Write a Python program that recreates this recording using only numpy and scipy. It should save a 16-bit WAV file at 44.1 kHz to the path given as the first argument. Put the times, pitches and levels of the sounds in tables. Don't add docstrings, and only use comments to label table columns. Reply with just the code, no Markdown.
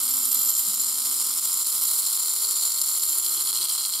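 import sys
import numpy as np
from scipy import signal
from scipy.fft import rfft, irfft
from scipy.io import wavfile

SR = 44100
rng = np.random.default_rng(int(sys.argv[2]) if len(sys.argv) > 2 else 0)


def materialize(psi):
    bounded = np.clip(np.atleast_2d(psi).T, -1, 1)
    quanta = np.round(bounded * 32767).astype(np.int16)
    wavfile.write(sys.argv[1], SR, quanta)


N = 176400

# time in seconds, then relative levels in dB of frame, pinion and teeth.
PART_LEVELS = [(0.0, -47.5, -31.5, -28.5), (0.4, -49.5, -28, -29), (0.7, -50.5, -28, -29),
               (1.3, -49.5, -31, -27.5), (1.6, -49.5, -28.5, -29), (1.9, -48.5, -31, -28),
               (2.6, -50, -27.5, -29.5), (3.0, -49.5, -28.5, -29.5), (3.3, -49.5, -30, -30),
               (3.6, -48.5, -34.5, -28.5), (4.0, -50.5, -33, -31.5)]
PLATE_SIDE_DB, PINION_SIDE_DB, TEETH_SIDE_DB = -74, -5.5, -12.5


def amp(db):
    return 10 ** (np.asarray(db) / 20)


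def unit(x):
    return x / np.sqrt(np.mean(x ** 2))


def curve(table, column=1):
    table = np.array(table)
    return np.interp(np.arange(N) / SR, table[:, 0], table[:, column])


def gains(points, size):
    hz, db = np.array(points).T
    bin_hz = np.arange(size // 2 + 1) * SR / size
    return amp(np.interp(np.log(bin_hz + 1), np.log(hz), db))


def colour(x, points, size=4096):
    cepstrum = irfft(np.log(gains(points, size)))
    cepstrum[1:size // 2] *= 2
    cepstrum[size // 2 + 1:] = 0
    response = irfft(np.exp(rfft(cepstrum)))
    return np.apply_along_axis(signal.fftconvolve, -1, x, response)[..., :N]


def ring(x, hz, width_hz):
    return unit(signal.lfilter(*signal.iirpeak(hz, hz / width_hz, SR), x))


def clicks(times, sizes):
    at = np.round(np.ravel(times) * SR).astype(int)
    inside = (at >= 0) & (at < N)
    return np.bincount(at[inside], np.ravel(sizes)[inside], N)


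def wander(hz, size=2048):
    return np.interp(np.arange(N) / SR * hz, np.arange(size), rng.standard_normal(size))


def scatter(shape):
    return np.sqrt(3) * rng.uniform(-1, 1, shape)


def burst(decay_s, size=16384):
    x = rng.standard_normal(size) * np.exp(-np.arange(size) / SR / decay_s)
    return x / np.linalg.norm(x)


def still_air(level_db=-66):
    # frequency in Hz, relative level in dB.
    spectrum = [(25, -27), (70, -18), (200, 2), (1000, 5), (10000, -15)]
    return amp(level_db) * unit(colour(rng.standard_normal(N), spectrum))


def mainspring_hum(gain_db=-3, flutter_db=4, waver_hz=29.92):
    # mode frequency in Hz, greatest deviation in Hz.
    modes = [(125, 3), (221, 5.5), (233, 4.5), (261, 7), (350, 7), (371, 9.5), (436, 8)]
    # time in seconds, then the relative level of each mode in dB.
    levels = [(0.0, -79, -63, -77, -58.5, -66, -78, -80), (0.4, -73, -60, -75, -55, -67, -71, -67),
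              (0.58, -74, -66, -76, -60, -65, -76, -77), (0.9, -70, -63.5, -70, -62, -69, -79, -70),
              (1.15, -69, -66, -76, -54, -54.5, -72, -86), (1.55, -80, -70, -64.5, -67, -82, -69, -73),
              (2.0, -86, -72, -61.5, -81, -72, -66, -74), (2.45, -74, -71.5, -84, -70, -76, -65, -63),
              (2.75, -79, -71, -76, -80, -68, -74, -66), (3.2, -72, -72, -76, -75, -55.5, -72, -76),
              (3.4, -65.5, -69, -76, -64, -61.5, -61, -67), (3.65, -62, -85, -78, -77, -59.5, -62, -70),
              (4.0, -75, -72, -62.5, -74, -71, -86, -87)]
    hum = 0
    for column, (hz, deviation) in enumerate(modes, 1):
        phase = 2 * np.pi * np.cumsum(hz + deviation * np.tanh(wander(waver_hz))) / SR
        level_db = curve(levels, column) + flutter_db * wander(waver_hz)
        hum += np.sqrt(2) * np.sin(phase) * amp(level_db)
    return amp(gain_db) * hum


def coil_bumps(rise_s=.014, gain_db=-46.5):
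    # start in seconds, frequency in Hz, relative level in dB.
    bumps = [(.673, 190, 0), (.762, 190, -9), (.765, 282, -5)]
    out = 0
    for start, hz, db in bumps:
        age = np.maximum(np.arange(N) / SR - start, 0)
        swell = age / rise_s
        out += amp(gain_db + db) * np.sin(2 * np.pi * hz * age) * swell * np.exp(1 - swell)
    return out


def wheel_sway(turns, depths):
    periods = [5.48, 7.66, 1.948, 2.07]
    return sum(depth * np.sin(2 * np.pi * turns / n) for depth, n in zip(depths, periods))


def tooth_load(turns, slack_s=.0058, flicker_db=1.1, flicker_hz=80.26):
    # moment of slack in seconds, change of force in dB.
    slacks = [(1.325, -2), (1.4, -4), (1.64, -5.5), (2.985, -4), (3.21, -2), (3.431, -7.5), (3.52, -5),
              (3.672, -5.5), (3.77, -4.5), (3.875, -2), (3.92, -3)]
    t = np.arange(N) / SR
    throb_db = wheel_sway(turns, depths=(1.12, .24, .78, .23))
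    slack_db = sum(db * np.exp(-((t - moment) / slack_s) ** 2) for moment, db in slacks)
    return throb_db + slack_db + flicker_db * np.tanh(wander(flicker_hz))


def tooth_chatter(load_db, per_s=1300, gain_db=-7.5, scatter_db=3.5, count=12000):
    times = np.cumsum(rng.exponential(1, count)) / per_s
    sizes = rng.choice([-1, 1], count) * amp(gain_db + scatter_db * (scatter(count) - .5))
    return clicks(times, sizes) * amp(load_db)


def tooth_snags(decay_s=.0017):
    # start in seconds, relative level in dB.
    catches = [(0.255, 10), (.3165, 6), (0.3449, 9), (0.4183, -1), (.4495, -1), (.478, -2), (0.595, 5),
               (0.686, 6), (1.051, 7), (2.198, 0), (2.51, 11), (2.815, 11), (3.035, 9), (3.184, 8)]
    out = np.zeros(2 * N)
    for start, db in catches:
        slip = amp(db) * burst(decay_s)
        at = int(start * SR)
        out[at:at + len(slip)] += slip
    return out[:N]


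def tipped_ticks():
    # time in seconds, relative level in dB.
    hits = [(3.25, -8), (3.264, 2), (3.375, 0), (3.391, -3), (3.474, 0.5), (3.49, -3), (3.503, -4),
            (3.556, -1), (3.573, -1), (3.586, -4), (3.612, 0), (3.629, 1), (3.655, -1), (3.686, -4),
            (3.697, -4), (3.727, -6), (3.754, -4), (3.796, -6), (3.837, -8), (3.851, 2.5), (3.937, 1)]
    times, db = np.array(hits).T
    return clicks(times, amp(db))


def scrape(blows, side_db, decay_s=.0013, rasp_db=9.5):
    fade = np.exp(-2 / (decay_s * SR))
    energy = signal.lfilter([1 - fade], [1, -fade], blows ** 2)
    envelope = amp(rasp_db) * np.sqrt(energy + 1e-18)
    mid, side = envelope * rng.standard_normal((2, N))
    return blows + mid + amp(side_db) * side * np.array([[1], [-1]])


def frame_knocks(blows, chatter, rasp_db=-21, gain_db=1.5):
    # frequency in Hz, relative response in dB.
    response = [(30, -19), (70, -38), (160, -31), (300, -13), (550, -18), (800, -8), (1080, 1.5), (1320, 2),
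                (1520, -5), (1750, -23), (2150, -4), (2700, -26), (5000, -35)]
    # mode frequency in Hz, bandwidth in Hz, relative level in dB.
    modes = [(769, 20, -21), (1057, 36, -13), (1204, 34, -13), (1278, 29, -15)]
    rasp = amp(rasp_db) * scrape(blows + chatter, TEETH_SIDE_DB)
    knocks = unit(colour(blows + rasp, response))
    whirr = sum(amp(db) * ring(blows, hz, width) for hz, width, db in modes)
    return unit(knocks + whirr) * amp(curve(PART_LEVELS, 1) + gain_db)


def plate_rings(blows, chatter, ticks, cutoff_hz=3190, gain_db=-2.5):
    # mode frequency in Hz, bandwidth in Hz.
    modes = [(3280, 310), (4150, 150), (4370, 280), (5030, 280)]
    # time in seconds, then the relative level of each mode in dB.
    levels = [(0.0, -45, -49.5, -42, -42), (0.7, -49.5, -38.5, -49.5, -41), (1.3, -46, -45, -48, -40),
              (2.0, -50, -39, -40, -44), (2.6, -59, -42.5, -34, -54), (3.05, -46.5, -43, -37.5, -50),
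              (3.35, -41, -37.5, -47, -57), (3.6, -40.5, -33.5, -42.5, -54), (4.0, -43.5, -36, -41, -54)]
    drive = scrape(blows + amp(-10) * chatter, PLATE_SIDE_DB) + amp(18) * ticks
    drive = signal.sosfilt(signal.butter(6, cutoff_hz, "high", fs=SR, output="sos"), drive)
    return sum(ring(drive, *mode) * amp(curve(levels, column) + gain_db)
               for column, mode in enumerate(modes, 1))


def high_rings(blows, chatter, snags, gain_db=3):
    # mode frequency in Hz, bandwidth in Hz.
    modes = [(11915, 180), (12310, 120)]
    # time in seconds, then relative levels in dB of the lower and upper mode.
    levels = [(0.0, -37, -37), (0.45, -35.5, -29), (0.75, -36.5, -43.5), (1.5, -42, -45), (1.85, -34, -37),
              (2.2, -39, -62), (2.6, -40.5, -56), (3.2, -34.5, -50), (3.6, -38, -51), (4.0, -54, -48)]
    out = 0
    for column, mode in enumerate(modes, 1):
        drive = scrape(blows + chatter, PINION_SIDE_DB) + amp(7) * snags
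        out += ring(drive, *mode) * amp(curve(levels, column) + gain_db)
    return out


def pinion_ring(blows, chatter, rasp_db=-8, gain_db=-2):
    pings = blows * rng.choice([-1, 1], N)
    rasp = amp(rasp_db) * scrape(blows + amp(-12) * chatter, PINION_SIDE_DB)
    return ring(pings + rasp, hz=7275, width_hz=68) * amp(curve(PART_LEVELS, 2) + gain_db)


def treble_sweep(x, width_hz=510, shelf_hz=12200, size=512):
    # time in seconds, band centre in Hz, band gain in dB, top shelf gain in dB.
    tilts = [(0.0, 9700, 1, -4), (0.5, 9700, -0.5, -6.5), (1.3, 9700, 0, -5), (1.9, 10840, 5, -3),
             (2.7, 10200, 3, -4), (3.2, 10600, 7, -3), (3.42, 11000, 4, -7), (3.58, 8500, 3, -7),
             (4.0, 8800, 2.5, -2)]
    times, *columns = np.array(tilts).T
    hz, t, bins = signal.stft(x, SR, nperseg=size)
    centre, band_db, shelf_db = (np.interp(t, times, column) for column in columns)
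    band = np.exp(-((hz[:, None] - centre) / width_hz) ** 2)
    shelf = .5 + .5 * np.tanh((hz[:, None] - shelf_hz) / width_hz)
    return signal.istft(bins * amp(band_db * band + shelf_db * shelf), SR, nperseg=size)[1][..., :N]


def gear_mesh(blows, chatter, ticks, snags, gain_db=3):
    # frequency in Hz, relative response in dB.
    response = [(1500, -26), (2650, -21.5), (3200, -11.5), (3600, -12.5), (4050, -7), (5000, -5.5),
                (5500, -5), (5900, -12), (6400, -12.5), (7000, -1), (7650, -1), (8200, 1.5), (8800, 0.5),
                (9200, 3), (10400, 1), (11000, -2.5), (12100, -0.5), (12900, -1), (13600, 1.5), (14100, -3),
                (14500, -10), (16000, -3)]
    drive = scrape(blows + chatter + amp(-1) * ticks, TEETH_SIDE_DB) + amp(8) * snags
    return unit(treble_sweep(colour(drive, response))) * amp(curve(PART_LEVELS, 3) + gain_db)


def shaft_turns(wow_turns=.02, wow_hz=10):
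    # time in seconds, knock rate in Hz at two knocks to a turn.
    knock_rate = [(0.0, 138.2), (0.4, 136.2), (0.8, 136.5), (1.2, 140), (1.6, 142), (2.0, 147.2),
                  (2.4, 147.4), (2.8, 146.9), (3.2, 145.9), (3.36, 144.5), (3.43, 138.5), (3.47, 143.8),
                  (4.0, 142.7)]
    return np.cumsum(curve(knock_rate)) / SR / 2 + wow_turns * wander(wow_hz)


def bounce(times, sizes, delay_s=.0008, rebound_db=-4):
    later = times + delay_s * np.abs(scatter(times.shape))
    return clicks(times, sizes) + clicks(later, sizes * amp(rebound_db) * scatter(times.shape))


def shaft_blows(turns, load_db, jitter_turns=.005, scatter_db=3.4, limit_db=2, turn_count=310):
    # place in turns, then relative strength in dB on frame, plates, pinion and teeth.
    contacts = [(0.28, -4, 0, -2, -0.5), (.5, -14, 2.5, 6, -3), (.76, -6, -1.5, 3.5, -1),
                (0.88, -49, -13, 5.5, -7), (.1, -32, -2, -36, -1)]
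    offsets, *parts_db = np.array(contacts).T
    t = np.arange(N) / SR
    place = np.arange(turn_count)[:, None] + offsets
    lag_turns = wheel_sway(place, depths=(.011, .007, .002, .0022))
    place += jitter_turns * scatter(place.shape) + lag_turns
    times = np.interp(place, turns, t, right=-1)
    force_db = np.interp(times, t, load_db) + scatter_db * scatter(place.shape)
    force = amp(limit_db) * np.tanh(amp(force_db - limit_db))
    frame, *steel = [force * amp(db) for db in parts_db]
    return [clicks(times, frame)] + [bounce(times, sizes) for sizes in steel]


def gear_train():
    turns = shaft_turns()
    load_db = tooth_load(turns)
    on_frame, on_plates, on_pinion, on_teeth = shaft_blows(turns, load_db)
    chatter, snags, ticks = tooth_chatter(load_db), tooth_snags(), tipped_ticks()
    return (frame_knocks(on_frame, chatter)
            + plate_rings(on_plates, chatter, ticks)
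            + pinion_ring(on_pinion, chatter)
            + gear_mesh(on_teeth, chatter, ticks, snags)
            + high_rings(on_pinion, chatter, snags))


def scene(room_t60_s=.2, room_db=-13.5, right_lead_s=7e-6):
    # frequency in Hz, left minus right level in dB.
    balance = [(100, 0), (300, -0.5), (1300, 2.5), (2400, -1), (6200, 0.5), (7280, 3.5), (8000, -0.5),
               (10300, 1), (11900, -3.5), (12300, -7), (14000, -10.5), (15500, 18)]
    motor = gear_train() + mainspring_hum() + coil_bumps()
    air = still_air()
    hz = np.arange(N // 2 + 1) * SR / N
    ears = []
    for direct, side in zip(motor, (1, -1)):
        echo = amp(room_db) * signal.fftconvolve(direct, burst(room_t60_s / np.log(1000)))[:N]
        ear_gain = gains(balance, N) ** (side / 2)
        ear_delay = np.exp(-1j * side * np.pi * hz * right_lead_s)
        ears.append(irfft(rfft(direct + echo) * ear_gain * ear_delay) + air)
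    return np.array(ears)


def record(dry):
    low_cut = signal.butter(2, 108, "high", fs=SR, output="sos")
    high_cut = signal.ellip(10, .2, 80, 15500, fs=SR, output="sos")
    return signal.sosfilt(high_cut, signal.sosfilt(low_cut, dry))


dry = scene()
out = record(dry)
materialize(out)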